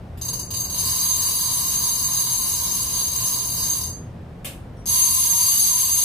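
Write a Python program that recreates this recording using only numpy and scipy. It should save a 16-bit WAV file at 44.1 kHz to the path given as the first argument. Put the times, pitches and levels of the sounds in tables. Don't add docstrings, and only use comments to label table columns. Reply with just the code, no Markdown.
import sys
import numpy as np
from scipy import signal
from scipy.fft import rfft, irfft, next_fast_len
from scipy.io import wavfile
from scipy.ndimage import uniform_filter1d

SR = 44100
rng = np.random.default_rng(int(sys.argv[2]) if len(sys.argv) > 2 else 0)


def file_out(sig):
    cols = np.atleast_2d(sig).T
    lim = np.clip(cols, -1, 1)
    pcm = np.round(lim * 32767).astype(np.int16)
    wavfile.write(sys.argv[1], SR, pcm)


def level_to_linear(level):
    exponent = np.asarray(level, float) / 20
    return 10 ** exponent


N = 266356

# (time [s], blow level [dB])
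SLOW_CLICKS = [(.2142, -31), (.2502, -29), (.2831, -27), (.333, -27.5), (.3928, -28), (.5061, -28),
               (.539, -26.5), (.5664, -27.5), (.6009, -26.5), (.645, -27.5), (.6981, -28), (.722, -30),
               (.741, -26.5), (3.81, -27.5), (3.836, -30), (3.863, -34.5), (3.895, -39.5), (4.8577, -30.5)]
# (time [s], mean tooth rate [1/s], blow level [dB], sway of the rate [share 0-1])
RUNS = [
    [(.756, 72, -27.5, 0.13), (.87, 86, -25.5, 0.13), (1.0, 102.1, -25.5, 0.06), (1.26, 112.2, -24.5, .1),
     (1.5, 102, -25, .09), (2.6, 101.1, -26, 0.07), (2.86, 91.9, -27.5, .13), (3.1, 86.8, -27, .28),
     (3.8, 82.64, -28, .3)],
    [(4.871, 95.2, -27.5, 0.06), (4.95, 190.5, -25, 0.09), (5.05, 208.8, -24, 0.08), (5.19, 248, -25, .08),
     (5.42, 245.8, -24.5, 0.04), (5.52, 285.7, -25, 0.03), (5.66, 291.7, -25, 0.03),
     (5.73, 255.3, -26, 0.05), (6.04, 240, -25.5, 0.09)],
]
# (time [s], turns made [turns])
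SLOW_POINTS = [
    [(.717, 0), (2.86, 14), (3.1, 15), (3.48, 16), (3.82, 17)],
    [(4.9, 0), (5.05, 1), (5.28, 2), (5.73, 3), (5.895, 4), (6.15, 5)],
]
MODE_HZ = [1010, 2170, 2870, 3230, 4060, 4690, 6400, 7475, 7830, 8290, 9030, 9900, 10050, 11800, 12500,
           13450]
# (width [Hz], level before the reel is turned [dB], level after [dB])
MODES = [(80, -6.5, -7.5), (240, -36, -27), (152, -23.5, -19.5), (90, -50, -24), (179.95, -19.5, -28),
         (24.19, -7, -6.5), (22.8, 1.5, 3.5), (60.2, -17, -17), (29.78, -18, -13), (60, -23, -16),
         (30, -10, -9), (80.04, -8.5, -3), (60, -2.5, -1), (351, -29, -3.5), (100, -35, -21),
         (80, -18, -13)]
# (frequency [Hz], level [dB])
TICK_TONE = [(600, -38), (1400, -4.5), (2200, -6), (2900, -1.5), (3900, 8), (4500, 6), (5500, 9), (6500, 6),
             (8300, 7), (10000, 2.5), (11000, 8), (12000, 12), (13500, 11.5), (15500, 11.5)]
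# (frequency [Hz], width [Hz], dip before the turn [dB], dip after [dB])
SHADOWS = [(1380, 140, -10, -13), (2570, 130, -8, -6), (3050, 120, -1, -8), (3450, 230, -10, -5),
           (5300, 300, -3, -5), (5650, 300, -6, -4), (7100, 400, -3, -1), (8750, 250, -4, -1),
           (11050, 450, -5, 0)]
# (time [s], level [dB], decay length [s])
KNOCKS = [
    (0.175, -32.5, 0.0019),
    (4.4463, -19, 0.0055),
    (4.467, -27, 0.0014),
]
# (frequency [Hz], level [dB per Hz])
KNOCK_TONE = [(200, -15), (700, 3), (1300, 3), (2100, -1), (3900, -2.5), (5500, -5.5), (7000, -7),
              (8400, -3), (12000, -0.5), (15500, -8)]
# (frequency [Hz], level [dB], t60 [s])
PING = [(5720, -57, .6), (9330, -56, .12), (7800, -70, .1)]
# (delay [s], left level [dB], right level [dB])
WALLS = [(.004, -25.5, -11.5), (.009, -22.5, -13.5), (.017, -23, -22.5), (0.0175, -20, -16.5),
         (.024, -15.5, -19)]
# (frequency [Hz], t60 [s])
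SHOP_DECAY = [(500, 0.5), (1300, 0.46), (3500, 0.31), (9000, 0.33), (14000, .23)]
# (frequency [Hz], level [dB])
SHELVES = [(500, -7), (1300, -7), (2500, 0), (16000, 0)]
# (frequency [Hz], likeness [share 0-1])
LIKENESS = [(60, 0.97), (180, 0.96), (550, 0.65), (1650, 0.16), (4970, 0.023), (15000, 0.038)]
# (frequency [Hz], level [dB per Hz])
AIR_TONE = [(24, -20), (40, -2), (76, -4), (170, -5.5), (240, -13.5), (700, -18.5), (1000, -25.5),
            (1600, -30.5), (3400, -41), (6000, -49.5), (7200, -57), (8500, -50), (12000, -58), (16000, -50)]
# (frequency [Hz], width [Hz], level [dB])
HUM = [(83.2, 9.3, -41.5), (120.86, 2.2, -44), (165.5, 12.5, -48.5), (242.6, 13.7, -51.5)]

TURNED_S = 4.5


def teeth(jitter_s=.00003, uneven_db=1.1, sway_db=0.25, sway_lag_turns=0.56):
    at, blow_db = np.transpose(SLOW_CLICKS)
    for run, slow_points in zip(RUNS, SLOW_POINTS):
        s, rate, db, sway = np.transpose(run)
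        t = np.arange(s[0], s[-1], 1 / SR)
        turns = np.interp(t, *np.transpose(slow_points))
        wobble = 1 - np.interp(t, s, sway) * np.cos(2 * np.pi * turns)
        passed = np.cumsum(np.interp(t, s, rate) * wobble) / SR
        snap_s = np.interp(np.arange(int(passed[-1])), passed, t)
        swell_db = sway_db * np.cos(2 * np.pi * (np.interp(snap_s, t, turns) - sway_lag_turns))
        at = np.r_[at, snap_s]
        blow_db = np.r_[blow_db, np.interp(snap_s, s, db) + swell_db]
    luck = rng.standard_normal((2, len(at)))
    luck[:, :len(SLOW_CLICKS)] = 0
    samples = np.round((at + jitter_s * luck[0]) * SR).astype(int).clip(0, N - 1)
    return samples, level_to_linear(blow_db + uneven_db * luck[1])


def clicker():
    at, size = teeth()
    out = ringing(at, size) + ticks(at, size)
    turned = np.arange(N) >= TURNED_S * SR
    return sum(filtered(out * (turned == hold), lambda hz: radiated(hz, hold)) for hold in (0, 1))


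def ringing(at, size, spread_db=4.0, slip_s=.00003, ring_db=2.5, slow_ring_db=4.5):
    lone = np.arange(len(at)) < len(SLOW_CLICKS)
    out = np.zeros(N)
    for hz, (width, first_db, second_db) in zip(MODE_HZ, MODES):
        luck, slip = rng.standard_normal((2, len(at)))
        late = np.minimum(abs(slip_s * SR * (hz > 2000) * slip), 60).astype(int)
        spread = spread_db * min(hz / 4000, 1) * luck
        spread = np.where(lone, slow_ring_db * (2500 < hz < 7000) + 0.31 * spread, spread)
        mode_db = np.where(at < TURNED_S * SR, first_db, second_db)
        blows = np.zeros(N + 64)
        np.add.at(blows, at + late, size * level_to_linear(mode_db + spread))
        out += level_to_linear(ring_db) * np.sqrt(width / 30) * ring(blows[:N], hz, width)
    return out


def ticks(at, size, tick_db=28.5, rattle_s=.0006, rattle_db=-15):
    blows = np.zeros(N)
    np.add.at(blows, at, size)
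    decay = np.exp(-1 / (rattle_s * SR))
    rattle = signal.lfilter([0, 1], [1, -decay], blows) * rng.standard_normal(N)
    return level_to_linear(tick_db) * colour(blows + level_to_linear(rattle_db) * rattle, TICK_TONE)


def ring(x, hz, width):
    r, w = np.exp(-np.pi * width / SR), 2 * np.pi * hz / SR
    return signal.lfilter([.5, 0, -.5], [1, -2 * r * np.cos(w), r * r], x)


def radiated(f, hold, small_hz=900):
    shade_db = 0
    for row in SHADOWS:
        shade_db = shade_db + row[2 + hold] / (1 + (2 * (f - row[0]) / row[1]) ** 2)
    return level_to_linear(shade_db) / np.sqrt(1 + (small_hz / (f + 1)) ** 10)


def knocks(ping_s=4.767):
    t, noise, hits = np.arange(N) / SR, rng.standard_normal(N), np.zeros(N)
    for s, db, length in KNOCKS:
        hits += level_to_linear(db) * (t >= s) * np.exp(-np.maximum(t - s, 0) / length) * noise
    u = np.maximum(t - ping_s, 0)
    ping = sum(level_to_linear(db - 60 * u / t60) * np.sin(2 * np.pi * hz * u) for hz, db, t60 in PING)
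    return colour(hits, KNOCK_TONE) + ping


def shop(x, hand_hz=2.6):
    out = np.zeros((2, N))
    for s, left_db, right_db in WALLS:
        for side, db in enumerate((left_db, right_db)):
            lag = round((s + 0.00037 * side) * SR)
            out[side, lag:] += level_to_linear(db) * x[:-lag]
    angle = 2 * np.pi * hand_hz * np.arange(N) / SR
    for k in range(3):
        taps = np.zeros((2, 24000))
        at = np.arange(100, 23980, 10) + rng.integers(0, 10, (2, 2388))
        np.put_along_axis(taps, at, rng.choice([-1., 1.], at.shape), 1)
        hz, t, z = signal.stft(taps, SR, nperseg=128)
        fade = level_to_linear(-60 * t / read(SHOP_DECAY, hz)[:, None])
        tail = signal.istft(z * fade, SR, nperseg=128)[1]
        feed = x * np.sqrt(2 / 3) * np.cos(angle + k * np.pi / 3)
        out += signal.fftconvolve(feed[None], tail / np.linalg.norm(tail[0]), axes=1)[:, :N]
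    return out


def ventilation(air_db=-39):
    air = colour(paired(*rng.standard_normal((2, N))), AIR_TONE)
    tones = sum(level_to_linear(db) * evened(ring(rng.standard_normal(N), hz, width)) for hz, width, db in HUM)
    return level_to_linear(air_db + np.array([[.3], [-.3]])) * air + tones


def paired(left, other):
    def same(hz):
        return np.clip(read(LIKENESS, hz), 0, 1)
    right = filtered(left, same) + filtered(other, lambda hz: np.sqrt(1 - same(hz) ** 2))
    return np.array([left, right])


def evened(x):
    return x / np.sqrt(np.mean(x ** 2) + 1e-20)


def read(points, hz):
    f, value = np.transpose(points)
    return np.interp(np.log(hz + 1), np.log(f + 1), value)


def colour(x, points):
    return filtered(x, lambda hz: evened(level_to_linear(read(points, hz))))


def filtered(x, gain):
    size = next_fast_len(N, True)
    return irfft(rfft(x, size) * gain(np.fft.rfftfreq(size, 1 / SR)), size)[..., :N]


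def scene():
    reel = clicker() + knocks()
    direct = level_to_linear(-7) * np.array([reel, level_to_linear(-8.0) * np.roll(reel, 1)])
    echoes = paired(*shop(filtered(reel, lambda hz: level_to_linear(read(SHELVES, hz)))))
    return direct + level_to_linear(1.0) * echoes * level_to_linear(np.array([[.3], [-.3]])) + ventilation()


def masked(x, under_db=-7.5, quiet_db=-80.0):
    hz, _, z = signal.stft(x, SR, nperseg=1024)
    hz = hz[:, None]
    power = (abs(z) ** 2).mean(0) * (hz > 800)
    near = uniform_filter1d(uniform_filter1d(power, size=4, axis=0), size=2, axis=1)
    wide = abs(uniform_filter1d(np.cbrt(near), size=70, axis=0)) ** 3
    hidden = near < wide * level_to_linear(2 * (under_db + 1.8 * (hz < 6000)))
    drop = hidden & (wide > level_to_linear(2 * quiet_db)) & (hz > 1250)
    return signal.istft(z * np.where(drop, .03, 1), SR, nperseg=1024)[1][:, :N]


def band_limit(x):
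    return signal.sosfilt(signal.butter(12, 16540, fs=SR, output="sos"), x)


def record(dry):
    power = signal.lfilter([.0002], [1, -.9998], (dry ** 2).mean(0))
    over_db = np.maximum(10 * np.log10(power + 1e-12) + 22.5, 0)
    levelled = masked(dry * level_to_linear(-.45 * over_db))
    edge = signal.firwin(1023, 15470, window=("kaiser", 6), fs=SR)
    mix = signal.oaconvolve(levelled, edge[None], "same")
    return band_limit(mix)


dry = scene()
out = record(dry)
file_out(out)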